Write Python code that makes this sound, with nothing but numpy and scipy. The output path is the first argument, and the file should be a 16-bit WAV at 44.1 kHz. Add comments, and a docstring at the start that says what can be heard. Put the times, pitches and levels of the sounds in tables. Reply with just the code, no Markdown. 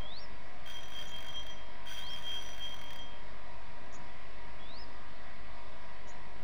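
"""A spinning reel close to the microphone, beside a pond: a hooked fish takes line in two short runs.
The drag's pawl clicks over its teeth and sets the metal spool ringing like a small bell.
Around the pond one bird gives rising whistles, another buzzy chirps.
Far off an engine, perhaps a pump, hums under light air. Heard in mono."""
import sys
import numpy as np
from scipy import signal
from scipy.fft import rfft, irfft
from scipy.io import wavfile
from scipy.ndimage import uniform_filter1d

SR = 44100
rng = np.random.default_rng(int(sys.argv[2]) if len(sys.argv) > 2 else 0)


def unload_wav(signal):
    """Save mono or channel-first audio to the path in sys.argv[1] as 16-bit WAV at rate SR, clipped to [-1, 1]."""
    wavfile.write(
        sys.argv[1],
        SR,
        np.round(np.clip(np.atleast_2d(signal).T, -1, 1) * 32767).astype(np.int16),
    )


N = 283563
TIME = np.arange(N) / SR

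# the drag's speed in each run of the fish: t/s, rate/(clicks per s)
FIRST_RUN = [(0.652, 58.4), (0.71, 101.9), (0.8, 42.7), (0.87, 38.4), (0.96, 78.9), (1.02, 80.8),
             (1.09, 42.3), (1.17, 44.8), (1.28, 53.3), (1.36, 27.6), (1.51, 29.5)]
SECOND_RUN = [(1.851, 61.7), (1.9, 107.4), (1.99, 102.2), (2.07, 50.3), (2.19, 85.8), (2.23, 69.2),
              (2.35, 87.2), (2.48, 75.0), (2.56, 60.5), (2.66, 76.9), (2.71, 63.2), (2.77, 38.5),
              (2.87, 45.9), (3.0, 28.9)]


def gain_of(db):
    """Decibels to a factor."""
    return 10 ** (np.asarray(db) / 20)


def unit_rms(x):
    """Scales to rms 1."""
    return x / np.sqrt(np.mean(x ** 2) + 1e-20)


def drift(hz, size=N):
    """Random wander of rms about 1, no faster than about hz."""
    f = np.fft.rfftfreq(N, 1 / SR)
    return unit_rms(irfft(rfft(rng.standard_normal(N)) * np.exp(-(f / hz) ** 2), N))[:size]


def add(mix, s, sound):
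    """Lays a sound into the mix at time s."""
    part = mix[max(round(s * SR), 0):][:len(sound)]
    part += sound[:len(part)]


def air(level_db=-52.0, patchy_db=1.32, ripple_db=1.35, gust_db=1.5, gust_hz=100):
    """Distant outdoor wash in drifting patches, with a breeze that stirs the lowest rumble."""
    # spectrum of the open air: f/Hz, relative level/dB
    spectrum = [(15, 0), (45, -7.5), (80, -6), (120, -14), (220, -12), (350, -19), (520, -17), (660, -11.5),
                (860, -21.5), (1020, -13), (1330, -21.5), (1950, -16), (2900, -24.5), (3550, -25.5),
                (4200, -28.5), (4700, -28.5), (5600, -34), (6100, -42), (7800, -43.5), (12000, -64)]
    frames, hz = N // 1024 + 5, np.fft.rfftfreq(4096, 1 / SR)
    real, imag, patches = np.moveaxis(rng.standard_normal((frames, len(hz), 3)), 2, 0)
    patches = unit_rms(uniform_filter1d(uniform_filter1d(patches, size=5, axis=0), size=32, axis=1))
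    low = 1 / (1 + (hz / gust_hz) ** 2)
    gusts = unit_rms(uniform_filter1d(rng.standard_normal(frames), size=7))[:, None] * low
    # long paths comb the spectrum
    ripple = unit_rms(uniform_filter1d(rng.standard_normal(len(hz)), size=2)) * (1 - low)
    f, db = np.transpose(spectrum)
    steady_db = np.interp(np.log(hz + 1), np.log(f), db)
    field_db = steady_db + patchy_db * patches + gust_db * gusts + ripple_db * ripple
    _, wash = signal.istft(((real + 1j * imag) * gain_of(field_db)).T, nperseg=4096, noverlap=3072)
    return gain_of(level_db) * unit_rms(wash[:N])


def far_engine(waver=0.001313, fade=0.4, fade_hz=6):
    """Tones that share one wandering speed; each fades by itself on its way to the microphone."""
    # tones of the hum: f/Hz, level/dB
    tones = [(48.2, -59), (145.2, -72.5), (386.7, -69), (598.5, -68), (663.5, -68), (711, -69), (760, -77),
             (775, -70.5), (901, -76.5), (947.8, -63), (999.5, -68), (1057, -70.5), (1201, -70),
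             (1234, -76), (1351, -78.5), (1511, -78), (1643, -72), (1860, -75), (1903, -77), (1935, -69),
             (2192, -71), (2332, -81.5)]
    clock = np.cumsum(1 + waver * drift(1.44)) / SR
    knots = np.arange(0, TIME[-1] + 1, 1 / (2 * fade_hz))
    hum = np.zeros(N)
    for hz, db in tones:
        fade_sin, fade_cos = (np.interp(TIME, knots, fade * rng.standard_normal(len(knots)))
                              for _ in range(2))
        angle = 2 * np.pi * (hz * clock + rng.random())
        hum += gain_of(db) * ((1 + fade_sin) * np.sin(angle) + fade_cos * np.cos(angle))
    return np.sqrt(2) * hum


def sing(hz, level_db, flutter_db=2.0, waver=0.0038):
    """A bird's nearly pure tone, a little unsteady, with soft ends."""
    turns = np.cumsum(hz * (1 + waver * drift(200, size=len(hz)))) / SR
    level = gain_of(level_db + flutter_db * drift(110, size=len(hz)))
    return np.sqrt(2) * level * signal.windows.tukey(len(hz), .06) * np.sin(2 * np.pi * turns)


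def whistling_bird(climb_s=.195, break_hz=4820, swell_db=6.5,
                   rise_s=.024, fall_s=.042, sag_hz=750, fade_db=-9):
    """Each whistle swells and climbs ever faster until the voice breaks, then jumps to a short arch."""
    # whistles: t of the top/s, starting f/Hz, top f/Hz, peak climb level/dB, peak arch level/dB
    calls = [(0.222, 3200, 5540, -49, -55.5), (2.12, 3230, 5520, -55.5, -58.5),
             (4.81, 3330, 5200, -54, -54.5)]
    climb = np.linspace(0, 1, int(climb_s * SR))
    arch = (np.arange(-rise_s, fall_s, 1 / SR) / fall_s) ** 2
    song = np.zeros(N)
    for top_s, start_hz, top_hz, climb_db, arch_db in calls:
        hz = np.r_[start_hz + (break_hz - start_hz) * climb ** 2.5, top_hz - sag_hz * arch]
        db = np.r_[climb_db + swell_db * (climb - 1), arch_db + fade_db * arch]
        add(song, top_s - rise_s - climb_s, sing(hz, db))
    return song


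def pond_banks(x, t60, echo_db):
    """The direct sound plus faint scatter from the ground and the banks."""
    t = np.arange(SR // 2) / SR
    taps = rng.standard_normal(len(t)) * (rng.random(len(t)) < .05)
    taps *= gain_of(-60 * t / t60) * (t > .004)
    return x + gain_of(echo_db) * signal.fftconvolve(x, taps / np.linalg.norm(taps))[:N]


def pawl(scatter_db=2.2, snap_s=0.0014, rise_s=0.0006, bounce_s=0.00344, bounce_db=-9,
         tail_s=0.0017, tail_db=-22, rub_db=-43, chatter_db=-32, chatter_rate=100):
    """Contact strength: the pawl snaps off each tooth, bounces, settles, and chatters at speed."""
    blows, chatter = np.zeros((2, N))
    for run in (FIRST_RUN, SECOND_RUN):
        rate = np.interp(TIME, *np.transpose(run), left=0, right=0)
        teeth = np.cumsum(rate) / SR + .55  # the pawl starts mid-tooth
        clicks = np.flatnonzero(np.diff(np.floor(teeth)))
        size, lag = rng.standard_normal((len(clicks), 2)).T
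        bounces = clicks + (bounce_s * SR * np.exp(.2 * lag)).astype(int)
        blows[clicks] += gain_of(scatter_db * size)
        blows[bounces] += gain_of(bounce_db + scatter_db * size)
        speed = rate / chatter_rate
        rub = gain_of(rub_db) * np.sqrt(speed)  # between teeth
        chatter += gain_of(chatter_db) * speed ** 5.9 + rub
    t = np.arange(SR // 20) / SR
    snap = (np.exp(-t / snap_s) + gain_of(tail_db) * np.exp(-t / tail_s)) * (1 - np.exp(-t / rise_s))
    return signal.oaconvolve(blows, snap / np.linalg.norm(snap))[:N] + chatter


def grit(contact):
    """Rough metal on metal: random force scaled by the strength of contact."""
    return contact * rng.standard_normal(N)


def mode(x, hz, t60):
    """One decaying resonance, driven by x."""
    r = np.exp(-np.log(1000) / (t60 * SR))
    angle = 2 * np.pi * hz / SR
    ring = signal.lfilter([1, 0, -1], [1, -2 * r * np.cos(angle), r * r], x)
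    return np.sqrt(1 - r * r) * ring / np.sin(angle)


def reel_body(contact, onset_s=0.0012):
    """Clicks rattle the body; each mode builds up briefly, keeping the valleys between them dark."""
    # modes of the reel: f/Hz, relative level/dB, t60/s
    modes = [(1530, -3.5, 0.016), (1817, -8.5, 0.042), (2184, -7, 0.014), (2560, -7, 0.0061),
             (3237, 0.5, 0.082), (3550, -12, 0.04), (3600, -13, 0.014), (4520, -15.5, 0.037),
             (4740, -10, 0.028), (5430, -23, 0.046), (5910, -11.5, 0.0059), (6700, -17, 0.02),
             (7780, -25.5, 0.017), (8450, -19.5, 0.0048), (9770, -15, 0.0056), (10030, -22.5, 0.31),
             (9700, -28, 0.0038), (11930, -34, 0.0029), (13800, -25, .008), (14450, -26, 0.0097),
             (15000, -11, .012), (15300, -24, 0.018)]
    return sum(gain_of(db) * unit_rms(mode(mode(grit(contact), hz, t60), hz, onset_s))
               for hz, db, t60 in modes)


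def spool(contact, tone, hz, hold_db, t60, kick_db, wander_db,
          wander_hz=12, build_s=0.017, fall_s=0.039, stall_db=-8.5, stall_s=0.012):
    """One bell tone of the spool: it holds while line runs out, swells, stalls and rings on."""
    # swells, where clicks fall in step with a tone: t/s, tone, level/dB, build-up/s
    swells = [(0.665, "low", -50, 0.018), (0.765, "low", -46.5, 0.03), (0.745, "high", -61, .03),
              (0.84, "high", -62, 0.033), (0.995, "low", -45, 0.047), (1.08, "high", -64.5, 0.2),
              (1.16, "low", -44.5, 0.036), (1.29, "low", -45.5, 0.022), (1.375, "low", -41, 0.035),
              (1.4, "high", -61, 0.09), (1.487, "low", -51, 0.024), (1.885, "low", -51.5, 0.028),
              (1.94, "high", -57.5, 0.047), (2.01, "low", -47.5, 0.075), (2.14, "low", -45, 0.097),
              (2.305, "low", -40.5, 0.065), (2.361, "low", -40.5, 0.056), (2.51, "high", -57, 0.23),
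              (2.64, "high", -61.5, 0.026), (2.649, "low", -42, 0.055), (2.72, "low", -48, 0.024),
              (2.79, "high", -69, 0.045)]
    # stalls, where a click lands against the spool's swing: t/s, tone
    stalls = [(0.703, "low"), (0.885, "high"), (1.045, "low"), (1.217, "low"), (1.327, "low"),
              (1.448, "low"), (2.215, "low"), (2.57, "high"), (2.585, "low"), (2.775, "low")]
    # free ringing after a run's last clicks: t/s, tone, level/dB
    ring_outs = [(1.51, "high", -59), (1.57, "low", -55.5), (3.0, "low", -49), (3.014, "high", -65)]
    held = sum(np.clip(np.minimum(TIME - run[0][0], run[-1][0] + fall_s - TIME) / build_s, 0, 1)
               for run in (FIRST_RUN, SECOND_RUN))
    power = gain_of(hold_db + wander_db * drift(wander_hz)) ** 2
    for s, which, db, rise_s in swells:
        if which == tone:
            width_s = np.where(TIME < s, rise_s, fall_s)
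            power += (gain_of(db) * np.exp(-((TIME - s) / width_s) ** 2)) ** 2
    free = sum(gain_of(db - 60 * abs(TIME - s) / t60) * np.clip(1 + (TIME - s) / build_s, 0, 1)
               for s, which, db in ring_outs if which == tone)
    stalled = sum(np.exp(-((TIME - s) / stall_s) ** 2) for s, which in stalls if which == tone)
    level = np.hypot(held * np.sqrt(power) * gain_of(stall_db * stalled), free) + 1e-10
    # each click knocks the phase, the more so the weaker the tone rings
    knocks = np.cumsum(grit(contact) * np.minimum(gain_of(kick_db) / level, 1))
    return np.sqrt(2) * level * np.sin(2 * np.pi * hz * TIME + uniform_filter1d(knocks, size=60))


def reel_drag(body_db=-63.0):
    """The drag at close range: one pawl drives the reel's body and the spool's two bell tones."""
    contact = pawl()
    body = reel_body(contact)
    low = spool(contact, "low", hz=3215, hold_db=-54.5, t60=0.72, kick_db=-57, wander_db=2.4)
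    high = spool(contact, "high", hz=5880, hold_db=-70, t60=0.29, kick_db=-72, wander_db=-0.9)
    return gain_of(body_db) * pond_banks(body, t60=0.069, echo_db=-12) + low + high


def chirping_bird(warble_hz=163):
    """Buzzy chirps whose fast warble settles on a high note."""
    # chirps: t/s, level/dB
    calls = [(1.073, -61.5), (3.925, -59), (6.072, -60)]
    # course of one chirp: t from its start/s, centre f/Hz, warble depth/Hz, relative level/dB
    course = [(0, 6200, 600, -5), (.008, 6250, 850, -2), (.018, 6350, 950, 0), (.029, 6400, 480, 0),
              (.036, 6850, 60, 0), (.043, 6750, 0, -2)]
    knots, *columns = np.transpose(course)
    t = np.arange(0, knots[-1], 1 / SR)
    centre, depth, shape_db = (np.interp(t, knots, column) for column in columns)
    hz = centre - depth * np.cos(2 * np.pi * warble_hz * t)
    song = np.zeros(N)
    for start, db in calls:
        add(song, start, sing(hz, db + shape_db))
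    return song


def scene():
    """One microphone at the pond's edge: the near reel, the birds and the far background."""
    reel = reel_drag()
    birds = pond_banks(whistling_bird() + chirping_bird(), t60=0.22, echo_db=-12.5)
    return (reel + birds + far_engine() + air())[None]


def record(dry, edge_hz=15850, offset=-.0402):
    """The recorder's band limit; its converter rests slightly below zero."""
    lowpass = signal.firwin(511, edge_hz, window=("kaiser", 9), fs=SR)
    return offset + signal.oaconvolve(dry, lowpass[None], "same")


dry = scene()
out = record(dry)
unload_wav(out)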